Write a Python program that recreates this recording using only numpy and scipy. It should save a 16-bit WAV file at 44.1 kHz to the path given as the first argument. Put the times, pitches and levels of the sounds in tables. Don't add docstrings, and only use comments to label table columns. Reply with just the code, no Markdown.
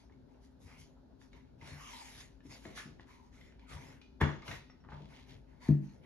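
import sys
import numpy as np
from scipy import signal
from scipy.fft import rfft, irfft, next_fast_len
from scipy.io import wavfile
from scipy.ndimage import uniform_filter1d, map_coordinates

SR = 44100
rng = np.random.default_rng(int(sys.argv[2]) if len(sys.argv) > 2 else 0)


def transcribe(signal):
    frames = np.atleast_2d(signal).T
    limited = np.clip(frames, -1, 1)
    pcm = np.round(limited * 32767).astype(np.int16)
    wavfile.write(sys.argv[1], SR, pcm)


N = 266845


def amp(db):
    return 10 ** (np.asarray(db) / 20)


def unit(x):
    return x / np.sqrt(np.mean(x ** 2) + 1e-20)


def along(points, hz):
    f, values = np.transpose(points)
    return np.interp(np.log(hz + 1), np.log(f + 1), values)


def envelope(start, length, attack_s, sag_db_per_s, fade_db_per_s):
    t = np.maximum(np.arange(N) / SR - start, 0)
    rise = np.sin(np.pi / 2 * np.minimum(t / attack_s, 1)) ** 2
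    return rise * amp(-sag_db_per_s * t - fade_db_per_s * np.maximum(t - length, 0))


def pulse(t, attack_s, t60):
    return amp(-60 * t / t60) * (1 - np.exp(-t / attack_s))


def wobble(rate):
    knots = rng.standard_normal(int(N * rate / SR) + 4)
    return map_coordinates(knots, [np.arange(N) * rate / SR])


def filtered(x, response):
    n = x.shape[-1]
    padded = next_fast_len(n + 8192)
    return irfft(rfft(x, padded) * response(np.fft.rfftfreq(padded, 1 / SR)), padded)[..., :n]


def colour(x, spectrum):
    return unit(filtered(x, lambda hz: amp(along(spectrum, hz))))


def edge(x, hz, kind, order):
    return signal.sosfilt(signal.butter(order, min(hz, .45 * SR), kind, fs=SR, output='sos'), x)


def resonance(f, hz, width_hz):
    return 1j * f * width_hz / (hz * hz - f * f + 1j * f * width_hz)


def ring(modes, t):
    return sum(amp(db + rng.normal() - 60 * t / t60) * np.sin(2 * np.pi * hz * t)
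               for hz, db, t60 in modes)


def add(track, start, x):
    part = track[:, round(start * SR):][:, :x.shape[-1]]
    part += x[..., :part.shape[1]]


# f/Hz, correlation
LIKENESS = [(60, 0.85), (140, 0.68), (280, 0.45), (600, -0.1), (1000, 0.1), (1600, 0.35), (2800, 0.25),
            (6700, 0.15), (8000, 0.98), (9900, 0.98), (10700, 0.7), (11700, 0.55)]
def spread(pair):
    def mid_side_gains(hz):
        angle = np.arccos(np.clip(along(LIKENESS, hz), -1, 1)) / 2
        return np.array([np.cos(angle), np.sin(angle)])
    mid, side = filtered(pair, mid_side_gains)
    return np.array([mid + side, mid - side])


def noise():
    return spread(rng.standard_normal((2, N)))


# f/Hz, t60/s
KITCHEN_DECAY = [(100, 0.42), (400, 0.45), (2000, 0.36), (6000, 0.61), (12000, 0.039)]
def in_room(x, wet_db):
    hz, t, spectra = signal.stft(rng.standard_normal((2, SR // 2)), SR, nperseg=256)
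    decay = pulse(t, attack_s=0.0012, t60=along(KITCHEN_DECAY, hz)[:, None])
    tail = signal.istft(spectra * decay, SR, nperseg=256)[1]
    tail = edge(spread(tail / np.linalg.norm(tail[0])), 172, 'high', order=3)
    return x + amp(wet_db) * signal.fftconvolve(x[None], tail, axes=1)[:, :len(x)]


# f/Hz, width/Hz, level/dB
DRONE_BANDS = [(53.6, 21.8, -63), (260, 29, -66.5), (320, 60, -78), (386.8, 14.5, -78), (548, 99, -81.5)]
# f/Hz, level/dB
AIR_SPECTRUM = [(15, -51.5), (25, -28), (63, -15), (165, -1), (255, 2.5), (314, -43), (406, -1.5),
                (487, -28.5), (881, -11), (1140, -23), (1440, -19), (2230, -32), (4260, -28.5), (8110, -42),
                (12000, -41), (15500, -90.5), (22000, -120)]
def room_tone():
    drone = sum(amp(db) * unit(filtered(noise(), lambda f: resonance(f, hz, width) ** 2))
                for hz, width, db in DRONE_BANDS)
    return drone + amp(-67.5) * colour(noise(), AIR_SPECTRUM)


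# t/s, length/s, level/dB
ARM_PRESSES = [(0.603, 0.2, -87), (1.302, 0.048, -57.5), (1.59, 0.12, -57.5), (2.485, 0.22, -77),
               (2.662, 0.036, -56.5), (2.849, 0.16, -60), (3.137, 0.058, -87), (3.68, 0.23, -55),
               (4.458, 0.059, -47), (4.843, 0.35, -59.5), (5.292, 0.031, -54.5), (5.906, 0.16, -59)]
# f/Hz, level/dB
RUMBLE_SPECTRUM = [(30, -35.5), (60, 3), (90, 3.5), (145, 5), (200, -8), (350, -7), (700, -11.5),
                   (1500, -91)]
def pressing():
    power = amp(-66.5 + 2.5 * wobble(6.9)) ** 2
    for start, length, db in ARM_PRESSES:
        weight = envelope(start, length, attack_s=0.053, sag_db_per_s=10.5, fade_db_per_s=140)
        power += (amp(db) * weight) ** 2
    return np.sqrt(power) * colour(noise(), RUMBLE_SPECTRUM)


# t/s, level/dB
WRIST_TOUCHES = [(4.700, -60), (4.803, -73)]
# f/Hz, level/dB, t60/s
BANGLE_MODES = [(5335, -6, .1), (5572, 0, .11), (5690, -7, .07)]
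def bangles():
    out, t = np.zeros((2, N)), np.arange(SR // 2) / SR
    for start, db in WRIST_TOUCHES:
        tinkle = ring(BANGLE_MODES, t) * (1 - np.exp(-t / .004))
        add(out, start, amp(db) * in_room(tinkle, wet_db=-18))
    return out


def pats(span_s=1.2, per_s=22, centre_hz=513, spread_octaves=0.66):
    out, t = np.zeros((2, N)), np.arange(SR // 4) / SR
    for when, size, pitch in rng.uniform(-0.97, 1, (round(per_s * span_s), 3)):
        hz = centre_hz * 2 ** (spread_octaves * pitch)
        touch = rng.standard_normal(len(t)) * pulse(t, attack_s=.012, t60=.07)
        pat = filtered(touch, lambda f: resonance(f, hz, hz / 2) ** 2)
        pat /= np.abs(pat).max()
        add(out, span_s * (when + 1) / 2, amp(-66 + 3 * size) * in_room(pat, wet_db=-3.5))
    return out


def grains(per_s, size_range_db, smear):
    size = amp(size_range_db * rng.random(N)) * rng.choice([-1, 1], N)
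    slips = unit(size * (rng.random(N) < per_s / SR))
    return np.sqrt(1 - smear) * slips + np.sqrt(smear) * noise()


# t/s, length/s, level/dB
DOUGH_PEELS = [(1.31, 0.021, -73.5), (2.999, 0.025, -70), (4.014, 0.029, -76), (4.891, 0.18, -70),
               (5.133, 0.099, -66.5), (5.282, 0.05, -64.5)]
# f/Hz, level/dB
PEEL_SPECTRUM = [(1200, -18), (2400, -3), (3300, 0), (4300, -4), (6500, -14), (11000, -24)]
def peeling():
    pull = sum(amp(db) * envelope(start, length, attack_s=.012, sag_db_per_s=0, fade_db_per_s=260)
               for start, length, db in DOUGH_PEELS)
    return pull * colour(grains(per_s=220, size_range_db=12, smear=.5), PEEL_SPECTRUM)


# t/s, level/dB, f/Hz, t60/s
POPS_AND_SLIPS = [(0.122, -64.5, 2130, 0.023), (0.345, -65, 1510, 0.023), (1.2144, -54, 1730, .015),
                  (1.3303, -50.5, 2205, 0.021), (1.475, -65, 2300, 0.0089), (1.6117, -50.5, 2100, 0.033),
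                  (2.4045, -59.5, 1700, 0.011), (2.653, -45, 2160, 0.04), (2.763, -49, 1980, 0.012),
                  (2.7757, -38, 1443, 0.034), (2.7864, -42, 2150, 0.018), (2.797, -40, 1739, 0.038),
                  (3.4106, -53.5, 2030, 0.027), (3.5227, -56, 1800, 0.011), (3.594, -54.5, 2350, 0.021),
                  (4.014, -50.5, 2446, 0.035), (4.42, -48.5, 2140, 0.042), (4.427, -48.5, 1189, 0.047),
                  (4.4797, -31.5, 2090, 0.018), (4.5119, -36, 1897, 0.057), (4.6977, -51.5, 1274, 0.018),
                  (4.802, -66, 1260, .025), (4.839, -58, 1033, 0.015), (4.8457, -50.5, 910, 0.026),
                  (4.886, -46, 826, 0.12), (4.919, -40.5, 895, 0.088)]
def pops_and_slips():
    out, t = np.zeros((2, N)), np.arange(SR // 2) / SR
    for start, db, hz, t60 in POPS_AND_SLIPS:
        band = filtered(rng.standard_normal(len(t)), lambda f: resonance(f, hz, 1.1 * hz))
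        crackle = amp(-1.5) * unit(edge(band, 2.22 * hz, 'low', order=2))
        tick = (np.sin(2 * np.pi * hz * t) + crackle) * pulse(t, attack_s=0.00096, t60=t60)
        add(out, start, amp(db) * in_room(tick / np.abs(tick).max(), wet_db=-2))
    return out


def crumbs(per_s=260, centre_hz=2150, size_range_db=10, life_cycles=24):
    when, size, pitch = rng.random((round(per_s * N / SR), 3)).T[..., None]
    onset, age = (when * N).astype(int), np.arange(SR // 50)
    scatter_octaves = .15 * np.log(pitch / (1 - pitch)).clip(-4, 4)
    drift_octaves = .1 * wobble(12)[onset]
    hz = centre_hz * 2 ** (scatter_octaves + drift_octaves)
    cycles = hz * age / SR
    ticks = amp(size_range_db * size - 60 * cycles / life_cycles) * np.sin(2 * np.pi * cycles)
    return unit(np.bincount((onset + age).ravel(), ticks.ravel(), N)[:N])


def shifting_gaps(x, depth_db):
    spectra = signal.stft(x, nperseg=512)[2]
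    ripple = rng.standard_normal(spectra.shape[1:])
    for _ in range(2):
        ripple = uniform_filter1d(ripple, size=4, axis=0)
        ripple = uniform_filter1d(ripple, size=11, axis=1)
    return unit(signal.istft(spectra * amp(depth_db * unit(ripple)), nperseg=512)[1][:, :N])


OPEN_HAND_HZ = 871
def hollow_rush(hz, width_hz):
    band = filtered(noise(), lambda f: (f > 0) * resonance(f, OPEN_HAND_HZ, width_hz) ** 2)
    shift = np.exp(2j * np.pi * np.cumsum(hz - OPEN_HAND_HZ) / SR)
    return unit(np.real(signal.hilbert(band, next_fast_len(N))[:, :N] * shift))


# f/Hz, level/dB
DRAG_SPECTRUM = [(250, -24), (500, -4), (700, -1.5), (900, -2), (1200, -4), (1480, -7), (1800, -.5),
                 (2120, 2.5), (2500, -2.5), (2900, -5.5), (4000, -13), (8000, -24)]
FLOUR_SPECTRUM = [(1500, -14), (3000, 2), (4500, 3.5), (6000, 3), (7000, 0), (8000, -1.5), (9500, -3),
                  (11300, -1.5), (12000, -16), (13000, -40)]
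def friction(drag, hollow, flour, hollow_hz):
    slips = shifting_gaps(grains(per_s=900, size_range_db=11, smear=.65), depth_db=3.1)
    dust = shifting_gaps(grains(per_s=1000, size_range_db=14, smear=.6), depth_db=3.2)
    grip = amp(.8 * wobble(45))
    scrape = amp(3.5) * drag * colour(slips, DRAG_SPECTRUM)
    rush = amp(-1) * hollow * hollow_rush(hollow_hz, width_hz=207)
    grit = in_room(amp(-6) * drag * crumbs(), wet_db=-4)
    hiss = flour * colour(dust, FLOUR_SPECTRUM)
    return grip * (scrape + rush) + grit + hiss


# t/s, length/s, level/dB, hollow offset/dB, flour offset/dB, hollow's first f/Hz
HAND_STROKES = [(-0.04, 0.012, -70.5, 5, 5.5, 900), (0.26, 0.1, -86, 14.5, 1, 900),
                (0.396, 0.055, -77.5, -6, 5.5, 900), (0.583, 0.091, -79, 3, 12, 906),
                (0.646, 0.14, -67, -25, -1.5, 1000), (0.763, 0.012, -66.5, -14, 13, 900),
                (1.179, 0.039, -77.5, 9, 9.5, 999), (1.318, 0.057, -72, 4.5, -5, 1013),
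                (2.147, 0.061, -60.5, -24, 7.5, 896), (2.418, 0.049, -72.5, -27, 4.5, 900),
                (2.473, 0.081, -60.5, -4, 3.5, 900), (2.59, 0.19, -63.5, -10, -1, 900),
                (2.735, 0.034, -53.5, 3, 7.5, 2140), (3.049, 0.094, -68, 3.5, -1.5, 1044),
                (3.106, 0.16, -80, 15, 3.5, 1036), (3.301, 0.19, -69.5, -15, -2, 908),
                (3.573, 0.14, -73.5, 4, -24, 900), (3.664, 0.087, -58, 2, 1, 1451),
                (3.757, 0.17, -62, 0.5, -1.5, 950), (4.432, 0.12, -54.5, -2, -2, 1100),
                (4.869, 0.18, -76.5, 13.5, -21, 930), (5.063, 0.13, -66, 2, -4, 950),
                (5.241, 0.097, -70, 3.5, 0, 901), (5.45, 0.15, -78, 6.5, -7.5, 900),
                (5.59, 0.11, -62.5, 2, 1, 993), (5.791, 0.16, -75.5, 2, 2.5, 900),
                (6.004, 0.1, -67.5, -6, -13, 900)]
def rubbing(opening_s=0.12):
    power, t = 0, np.arange(N) / SR
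    for start, length, db, hollow_db, flour_db, _ in HAND_STROKES:
        stroke = envelope(start, length, attack_s=0.06, sag_db_per_s=24, fade_db_per_s=169.5)
        power = power + np.outer(amp([db, db + hollow_db, db + flour_db]), stroke) ** 2
    drag, hollow, flour = np.sqrt(power)
    starts, *_, start_hz = np.transpose(HAND_STROKES)
    current = np.maximum(np.searchsorted(starts, t) - 1, 0)
    cupped = np.exp(-np.abs(t - starts[current]) / opening_s)
    hollow_hz = OPEN_HAND_HZ + (start_hz[current] - OPEN_HAND_HZ) * cupped
    return friction(drag, hollow, flour, hollow_hz)


# t/s, level/dB, hollow offset/dB, flour offset/dB, hollow f/Hz
WIPE_PATH = [(1.58, -88, 2, -2, 880), (1.625, -67.5, 9.5, -1, 900), (1.679, -57, -3, -3, 920),
             (1.77, -65, -7.5, 1.5, 980), (1.82, -60, 4, -1.5, 1190), (1.875, -62, 6.5, 3.5, 1170),
             (1.919, -62.5, 6.5, 7.5, 980), (2.021, -62.5, 6.5, 7, 880), (2.16, -67.5, -5, 10, 860),
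             (2.37, -96, 6, -7, 860)]
def wiping():
    t = np.arange(N) / SR
    times, *columns = np.transpose(WIPE_PATH)
    db, hollow_db, flour_db, hollow_hz = [np.interp(t, times, column) for column in columns]
    drag = amp(db) * (t > times[0]) * (t < times[-1])
    return friction(drag, drag * amp(hollow_db), drag * amp(flour_db), hollow_hz)


# t/s, level/dB, low-pass f/Hz
BOWL_KNOCKS = [(0.098, -61, 1270), (2.6528, -47.5, 2420), (2.997, -53, 3690), (4.2142, -22.5, 3700),
               (4.292, -42, 2440), (4.888, -59, 2220), (5.6867, -48, 2020)]
# f/Hz, level/dB
CRACK_SPECTRUM = [(100, -16), (300, 1), (480, 1), (700, -6), (1000, 4.5), (1400, -1), (1750, 4.5),
                  (2200, -1.5), (2800, -6), (3700, -6.5), (4600, -15), (6200, -15.5), (7500, -18),
                  (8700, -12), (10200, -18), (11200, -14)]
CLOP_SPECTRUM = [(200, -14), (400, -1), (550, -2), (700, -10), (900, 0), (1200, 1.5), (1500, -5),
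                 (3000, -22), (8000, -45)]
# f/Hz, level/dB, t60/s
CLAY_MODES = [(818, -12, .1), (897, -8, .14), (980, -7, .1), (1080, -7, .08), (1240, -10, .06),
              (1460, -15, .05), (1700, -6, .04), (1785, 7.5, .02), (1880, -3, .035), (2180, -11, .035),
              (2680, -8, .025)]
def knocks(scuff_s=.012):
    out, t = np.zeros((2, N)), np.arange(SR * 3 // 4) / SR
    before, after = np.maximum(scuff_s - t, 0), np.maximum(t - scuff_s, 0)
    burst = amp(-5.5 - 60 * before / 0.026 - 60 * after / 0.025)
    squeeze = amp(-10.5 - 60 * after / 0.062) * (t > scuff_s)
    for start, db, top_hz in BOWL_KNOCKS:
        crack = burst * colour(rng.standard_normal(len(t)), CRACK_SPECTRUM)
        clop = squeeze * colour(rng.standard_normal(len(t)), CLOP_SPECTRUM)
        clay = in_room(amp(-6) * ring(CLAY_MODES, after), wet_db=-6)
        knock = in_room(crack + clop, wet_db=0.1) + clay
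        add(out, start - scuff_s, amp(db) * edge(knock, top_hz, 'low', order=1))
    return out


# t/s, level/dB, push's first and low-pass f/Hz,
# push's last f/Hz, table offset/dB, drum note offset/dB, splat offset/dB
SOFT_BLOWS = [(0.643, -48.5, 174, 67.6, -1, -0.5, -12), (0.792, -51, 192, 69.5, 0.5, -2.5, -15),
              (1.623, -48.5, 400, 112, 1.5, 1.5, -18), (1.715, -46, 185, 92, 2, 1, -7),
              (2.451, -40, 401.6, 214, -4, 0.5, -12), (2.468, -54.5, 151, 48.4, 2.5, 2, 6),
              (2.655, -41.5, 910, 270, 6, -2, -9), (2.856, -36.5, 330, 116, -10, 2, -11.5),
              (3.744, -38.5, 185.7, 81.3, -3.5, 0, -13), (4.2167, -19, 495, 93, -1, -0.5, -9.5),
              (4.487, -45, 571, 81, -5, 4, -12), (4.927, -52.5, 324, 83, 9.5, 0.5, -10.5),
              (5.006, -49, 577, 216.8, 9, -4.5, -15), (5.688, -13.5, 340, 159, 0.5, 2, -22)]
# f/Hz, level/dB
SPLAT_SPECTRUM = [(25, -30), (50, -3), (110, 4), (170, -4), (320, -1), (430, -6), (600, -13), (1000, -24),
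                  (3000, -60)]
# f/Hz, level/dB, t60/s
TABLE_MODES = [(83.2, -1.5, 0.2), (145.45, -4, 0.37), (197.7, -14, 0.39), (222.4, -26, 0.4),
               (246, -16, 0.12), (301, -13, 0.18), (332.5, -18, 0.19), (395, -28, 0.26), (427, -26, 0.22),
               (526, -33, 0.44), (638, -18, 0.35)]
def thumps(sharp_share=.03, load_s=.03, settle_s=.14, settle_db_per_s=190):
    out, t = np.zeros((2, N)), np.arange(SR * 3 // 4) / SR
    ring_t = t + sharp_share * load_s * (1 - np.exp(-t / load_s))
    settle = amp(-settle_db_per_s * np.maximum(t - settle_s, 0))
    push_gain = amp(3 - 60 * t / 0.042) * (1 - np.exp(-(t / 0.0063) ** 2))
    for start, db, high_hz, low_hz, table_db, drum_db, splat_db in SOFT_BLOWS:
        push_hz = low_hz + (high_hz - low_hz) * np.exp(-t / 0.0066)
        push = push_gain * np.sin(2 * np.pi * np.cumsum(push_hz) / SR)
        air = filtered(rng.standard_normal(len(t)), lambda f: resonance(f, hz=650, width_hz=140) ** 2)
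        puff = unit(air) * amp(-20.5 - 60 * t / .18)
        slump = colour(rng.standard_normal(len(t)), SPLAT_SPECTRUM)
        splat = amp(splat_db) * slump * pulse(t, attack_s=0.012, t60=0.29)
        modes = sum(amp(drum_db * (k == 1)) * ring([mode], ring_t) for k, mode in enumerate(TABLE_MODES))
        table = amp(table_db) * edge(modes * settle, 0.77 * low_hz, 'high', order=5)
        thump = edge(push + puff + splat + table, high_hz, 'low', order=4)
        add(out, start, amp(db) * in_room(thump, wet_db=-8))
    return out


# f/Hz, left minus right level/dB
LEFT_BALANCE = [(60, 4), (190, 4), (400, 5), (1100, 1.2), (2000, -0.4), (11000, 0.3)]
# f/Hz, phase/rad
LEFT_LEAD = [(100, 0.03), (400, 0.1), (1000, 0.4), (2100, 0.75), (2800, 1.9), (5000, 1.9), (5600, 1.4),
             (6700, 1.3), (7500, 3.12), (10050, 3.16), (10600, 4.2), (11300, 4.8), (11700, 6)]
def scene():
    sound = (rubbing() + wiping() + pressing() + thumps() + knocks()
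             + pops_and_slips() + peeling() + bangles() + room_tone() + pats())
    sides = np.array([[.5], [-.5]])
    def placement(hz):
        return amp(sides * along(LEFT_BALANCE, hz)) * np.exp(1j * sides * along(LEFT_LEAD, hz))
    return filtered(sound, placement)


BAND_LIMIT_HZ = 11850
def record(dry):
    return filtered(dry, lambda hz: 1 / np.sqrt(1 + (hz / BAND_LIMIT_HZ) ** 120))


dry = scene()
out = record(dry)
transcribe(out)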